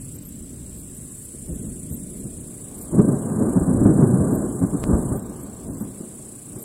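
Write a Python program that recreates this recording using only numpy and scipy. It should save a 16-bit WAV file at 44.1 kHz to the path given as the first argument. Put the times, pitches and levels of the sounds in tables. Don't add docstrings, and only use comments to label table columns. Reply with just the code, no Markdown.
import sys
import numpy as np
from scipy import signal
from scipy.fft import rfft, irfft
from scipy.io import wavfile
from scipy.ndimage import uniform_filter1d

SR = 44100
rng = np.random.default_rng(int(sys.argv[2]) if len(sys.argv) > 2 else 0)


def invert_db(level):
    return 10 ** (np.asarray(level, dtype=float) / 20)


def log_audio(samples):
    frames = np.atleast_2d(samples).T
    limited = np.clip(frames, -1, 1)
    pcm = np.round(limited * 32767).astype(np.int16)
    wavfile.write(sys.argv[1], SR, pcm)


N = 292907
T = np.arange(N) / SR


def evened(x):
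    return x / np.sqrt(np.mean(x ** 2) + 1e-20)


def coloured(x, points, peaks=(), lift_db=0):
    f, db = np.transpose(points)
    hz = np.fft.rfftfreq(len(x), 1 / SR)
    gain = invert_db(np.interp(np.log(hz + 1), np.log(f + 1), db, -90, -90))
    for centre, width, peak_db in peaks:
        gain += invert_db(peak_db + lift_db) / (1 + (2 * (hz - centre) / width) ** 2)
    return evened(irfft(rfft(x) * gain, len(x)))


def clicks(per_s, spread_db):
    size = invert_db(spread_db * np.minimum(rng.exponential(1, N), 4))
    sign = rng.choice([-1., 1.], N)
    return size * sign * (rng.random(N) < per_s / SR)


def add(mix, s, sound):
    start = max(round(s * SR) - len(sound) // 2, 0)
    part = mix[start:][:len(sound)]
    part += sound[:len(part)]


# frequency in Hz, gain in dB.
HISS_COLOUR = [(300, -13.5), (900, -1), (2500, -3), (5000, -4), (6500, -3.5), (11000, -4.5), (13000, -6.5),
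               (16500, 1.5)]


def night():
    hiss_db, whine_db, whine_hz = -56, -67, 12000
    hiss = invert_db(hiss_db) * coloured(rng.standard_normal(N), HISS_COLOUR)
    whine = invert_db(whine_db) * np.sqrt(2) * np.sin(2 * np.pi * whine_hz * T)
    return hiss + whine


# time of the last stroke in seconds, its level in dB (as the peak of an equal sine),
# number of strokes, pitch in Hz that the band is set around.
CHIRPS = [(.167, -43, 2, 12600), (.275, -38, 3, 12200), (.293, -43, 1, 12500), (.81, -45, 3, 12700),
          (.974, -46, 2, 12400), (1.199, -47, 2, 13000), (1.257, -43, 2, 12700), (1.56, -48, 2, 12700),
          (1.95, -34.5, 3, 12700), (2.198, -47, 2, 12700), (2.792, -43.5, 2, 13200),
          (2.833, -37.5, 2, 12950), (4.359, -38, 2, 12900), (4.623, -52, 4, 12900), (5.18, -42, 2, 13500),
          (5.438, -43.5, 4, 11400), (5.826, -40, 3, 12800), (6.629, -38, 3, 12400)]


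def chirps():
    gap_s, length_s, swell_db = .017, .02, 4
    out = np.zeros(N)
    t = np.arange(round(length_s * SR)) / SR
    shape = np.sin(np.pi * t / length_s) ** .85
    for s, db, strokes, hz in CHIRPS:
        band = signal.butter(2, [hz - 550, hz + 800], "band", fs=SR)
        for k in range(round(strokes)):
            rasp = evened(signal.lfilter(*band, rng.standard_normal(len(t))))
            level = invert_db(db - k * swell_db) * np.sqrt(.5)
            add(out, s - k * gap_s - .003, level * rasp * shape)
    return out


def buzz(song, colour, peaks, sharp, rest):
    strokes_per_s = 29.5
    s, db, ahead = np.transpose(song)
    turns = strokes_per_s * T + np.interp(T, s, ahead)
    stroke = rest + np.exp(sharp * (np.cos(2 * np.pi * turns) - 1))
    teeth = coloured(clicks(9000, 1.0), colour, peaks, lift_db=1.5)
    return invert_db(np.interp(T, s, db)) * evened(stroke) * teeth


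# time in seconds, level in dB, strokes ahead of an even beat.
STEADY_SONG = [(0, -50.5, 0.46), (.5, -46, 0.36), (1.2, -50.5, 0.45), (2.3, -53.5, 0.38), (3.1, -54, .74),
               (3.9, -53, 0.72), (4.5, -51.5, 1), (5.15, -46.5, 1.73), (6.1, -52.5, 1.74),
               (6.64, -58, 2.86)]
# frequency in Hz, gain in dB.
STEADY_COLOUR = [(3880, -48), (6600, -18), (6970, -21), (7190, -16), (7390, -2), (7910, 0), (8100, -3),
                 (8740, -7), (8840, -9), (9150, -9), (10200, -11), (11100, -15), (11800, -10), (13000, -19)]
# frequency in Hz, width in Hz,
# height in dB before the buzz lifts them all.
STEADY_PEAKS = [(7660, 160, 0), (7960, 37, -3), (8200, 76, -3), (8420, 50, -3), (9070, 88, -7),
                (9490, 60, -8), (10100, 42, -10), (10400, 48, -11)]


def steady_cricket():
    return buzz(STEADY_SONG, STEADY_COLOUR, STEADY_PEAKS, sharp=2.4, rest=.34)


# start in seconds, end in seconds, full level in dB,
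# strokes ahead of the beat at the start, strokes of lag gathered by the end.
NEAR_PHRASES = [(-2.1, .15, -44, .42, .05), (.3, 5.165, -43.5, .01, 1.4), (5.3, 7.5, -45, -1.55, .1)]


def near_song():
    swell_s, swell_db, stop_s = .8, -13, .04
    rest_db = -54
    tire, drag = 9, .2
    s = np.arange(0, N / SR + .01, .005)
    level, ahead = invert_db(rest_db) + 0 * s, 0 * s
    for start, end, db, lead, lag in NEAR_PHRASES:
        rise = invert_db(db + swell_db * np.clip(1 - (s - start) / swell_s, 0, 1))
        stop = np.clip((end - s) / stop_s + .5, 0, 1)
        level = level + rise * (s >= start) * stop
        done = np.clip((s - start) / (end - start), 0, 1)
        late = lag * (drag * done + (1 - drag) * done ** tire)
        ahead = np.where(s >= start, lead - late, ahead)
    return np.transpose([s, 20 * np.log10(level), ahead])


# frequency in Hz, gain in dB.
NEAR_COLOUR = [(3710, -52.5), (6300, -22), (7120, -4.5), (8470, 3), (10300, -2), (10600, -9), (10800, -2.5),
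               (12300, -19), (12600, -8), (16400, -51.5), (22000, -120)]
# frequency in Hz, width in Hz,
# height in dB before the buzz lifts them all.
NEAR_PEAKS = [(7360, 25, -5), (7750, 170, -3), (8010, 110, 0), (8530, 32, -2), (8740, 58, 0),
              (9000, 72, -3), (9500, 72, -1), (10200, 130, -3), (10500, 46, -8)]


def near_cricket():
    return buzz(near_song(), NEAR_COLOUR, NEAR_PEAKS, sharp=.39, rest=.027)


def flicker(x, depth_db=2.0):
    z = signal.stft(x, nperseg=1024, noverlap=768)[2]
    patches = rng.standard_normal(z.shape[::-1]).T
    patches = uniform_filter1d(patches, size=3, axis=0)
    patches = evened(uniform_filter1d(patches, size=9, axis=1))
    gain = evened(invert_db(depth_db * patches))
    return signal.istft(z * gain, nperseg=1024, noverlap=768)[1][:N]


def halo():
    out = np.zeros(N)
    for s, db, _, length, _ in BOOMS:
        span = .052 + 1.6 * length
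        u = np.arange(round(span * SR)) / (span * SR)
        add(out, s - length + span / 2, invert_db(db) * np.sin(np.pi * u ** .46) ** 2)
    return out


# time in seconds, rumble in dB, deep part in dB, middle part in dB,
# crackle in dB over the middle part; rumble and middle are before the shocks round the booms add to them.
ROLL = [(0, -39.5, -46, -52.5, -24), (.3, -40.5, -45.5, -51, -23), (.8, -40, -43, -49.5, -19),
        (1.3, -45.5, -52.5, -53, -22), (1.46, -42.5, -43.5, -48, -26), (1.5, -34, -35, -42, -26.5),
        (1.75, -36.5, -44, -47.5, -27), (2.35, -40, -45, -44, -23.5), (2.6, -42, -50, -47.5, -13.5),
        (2.92, -40, -45.5, -41.5, -10), (2.94, -25.5, -34, -29, -19), (3.28, -28, -51.5, -33, -10.5),
        (3.4, -21.5, -46, -26.5, -13.5), (3.539, -31.5, -39, -27, -15.5), (3.661, -27.5, -34, -30.5, -13),
        (3.799, -18.5, -30, -26, -14), (4.07, -21, -46.5, -28, -13), (4.33, -25, -36, -26.5, -14),
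        (4.6, -32, -47, -34.5, -13), (4.801, -33.5, -38.5, -35, -10.5), (4.92, -21.5, -28.5, -26.5, -12),
        (5.06, -28, -36, -33.5, -11.5), (5.15, -26.5, -34, -31, -11), (5.209, -35.5, -43.5, -38, -11),
        (5.6, -42.5, -48, -45, -9), (5.66, -34.5, -42, -40, -15), (5.86, -34, -51, -44, -11),
        (5.92, -42, -52, -46, -13), (6.1, -44.5, -54, -45, -14.5), (6.45, -46.5, -57, -51, -11),
        (6.56, -41, -50, -45.5, -11), (6.64, -49.5, -60, -43, -16)]
# frequency in Hz, gain in dB.
RUMBLE = [(44, -54), (75, -21.5), (97, 3), (135, 6), (242, 2), (301, -3), (330, -13), (430, -54),
          (730, -120)]
DEEP = [(8.8, -62), (15, -15), (59, -6), (75, -2), (98, -32), (160, -120)]
MIDDLE = [(190, -3.5), (330, -5), (356, -0.5), (527, -11), (594, -12), (640, -13.5), (830, -49.5),
          (1410, -120)]
CRACKLE = [(380, -26.5), (640, -5.5), (705, 0.5), (768, 2.5), (873, -2), (1180, -0.5), (1320, -11.5),
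           (1550, -7.5), (2300, -40), (2990, -78), (5060, -120)]


def roll():
    s, *parts_db = np.transpose(ROLL)
    rumble, deep, middle, crackle = (invert_db(np.interp(T, s, db)) for db in parts_db)
    crowd = halo()
    rumble = rumble + invert_db(-20) * crowd
    middle = middle + invert_db(-23) * crowd
    shocks = clicks(900, 1.5) + .43 * rng.standard_normal(N)
    out = rumble * coloured(shocks, RUMBLE)
    out += deep * coloured(shocks, DEEP)
    out += middle * coloured(shocks, MIDDLE)
    out += middle * crackle * coloured(shocks, CRACKLE)
    return out


# time in seconds, height in dB before a slight rounding.
STEPS = [(4.8338, -26), (4.8397, -12), (4.8425, -27)]


def step_click():
    out, fade_s = np.zeros(N), .0013
    for s, db in STEPS:
        u = np.maximum(T - s, 0) / fade_s
        out += invert_db(db) * (T >= s) * (1 - .4 * u) * np.exp(-.6 * u)
    return signal.lfilter([.5], [1, -.5], out)


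# time of the middle in seconds, level in dB (as the peak of an equal sine),
# main tone in Hz, length in seconds at half height, undertone in dB over the main tone.
BOOMS = [(0.167, -32, 121, 0.0168, 2), (1.347, -31.5, 236, 0.013, -23), (1.489, -36.5, 182, 0.026, -10),
         (1.525, -28, 126, 0.041, 14), (1.645, -28, 147, 0.017, -5), (1.681, -33, 209.5, 0.023, -15),
         (1.751, -32, 157, 0.0089, 4), (1.925, -26, 126, 0.029, 14), (2.259, -29.5, 188, 0.02, 5),
         (2.937, -15.5, 178, 0.0165, -29), (2.956, -17.5, 214.4, 0.025, -24),
         (2.99, -5.5, 197.7, 0.019, -20), (3.004, -9, 234.7, 0.022, -4), (3.049, -14.5, 234, 0.013, -7),
         (3.089, -7.5, 187, 0.018, -37), (3.138, -12.5, 236.6, 0.023, -0.5),
         (3.421, -15, 223.5, 0.013, -18), (3.49, -18, 218, 0.0223, -30), (3.573, -8.5, 176, 0.028, -8),
         (3.623, -14, 171, 0.015, -4), (3.696, -11.5, 170, 0.033, -9), (3.858, -6, 183, 0.011, -2.5),
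         (3.911, -11.5, 213.6, 0.06, -1), (3.989, -8, 173, 0.014, 0), (4.035, -5.5, 209, 0.028, -0.5),
         (4.152, -13, 184.6, 0.044, -0.5), (4.218, -14, 167, 0.02, 14), (4.34, -20, 158, 0.046, 0),
         (4.443, -23.5, 209.4, 0.041, -10), (4.635, -11, 175, 0.027, -6), (4.75, -15, 171.6, 0.024, -18),
         (4.896, -16, 198, 0.01255, -8), (4.943, -9.5, 144, 0.021, 25), (4.987, -31.5, 157, 0.046, 14),
         (5.127, -16.5, 180, 0.016, 8), (5.311, -34, 188, 0.0256, -17), (5.688, -22.5, 211, 0.0107, -20),
         (5.811, -21.5, 180, 0.0097, -19), (6.01, -25.5, 204, 0.01066, -12), (6.567, -32.5, 186, 0.0172, 4)]


def booms():
    out = np.zeros(N)
    grit = coloured(rng.standard_normal(N), CRACKLE)
    for s, db, hz, length, under_db in BOOMS:
        a, b, c, d = rng.random(4)
        t = np.arange(round(2 * length * SR)) / SR
        core = np.sin(2 * np.pi * (hz * t + a))
        core += .5 * np.sin(2 * np.pi * (hz * (1.45 + .4 * c) * t + b))
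        core += invert_db(under_db) * np.sin(2 * np.pi * (hz * (.5 + .201 * d) * t + c))
        core += invert_db(-29.5) * grit[round(d * (N - len(t))):][:len(t)]
        add(out, s, invert_db(db) * np.sqrt(.5) * evened(core) * np.hanning(len(t)))
    return out


def scene():
    treble = flicker(night() + chirps() + steady_cricket() + near_cricket())
    return (treble + roll() + step_click() + booms())[None]


def suppress_faint(x, wide_db=-76, slope=.33, narrow_db=-85.5):
    z = signal.stft(x, nperseg=2048, noverlap=1024, window="cosine")[2]
    power = abs(z) ** 2
    wide, narrow = (10 * np.log10(uniform_filter1d(power, size=n, axis=1) + 1e-20) for n in (20, 5))
    loud_db = 10 * np.log10(power.sum(1, keepdims=True) + 1e-20)
    keep_wide = wide > wide_db + slope * loud_db
    keep_narrow = narrow > narrow_db + .15 * loud_db
    kept = z * keep_wide * keep_narrow
    return signal.istft(kept, nperseg=2048, noverlap=1024, window="cosine")[1][:, :N]


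def low_pass(x):
    return signal.sosfilt(signal.butter(12, 15680, fs=SR, output="sos"), x)


def record(dry):
    ceiling, knee = .708, 12
    x = suppress_faint(dry) / ceiling
    mix = ceiling * x / (1 + abs(x) ** knee) ** (1 / knee)
    return low_pass(mix)


dry = scene()
out = record(dry)
log_audio(out)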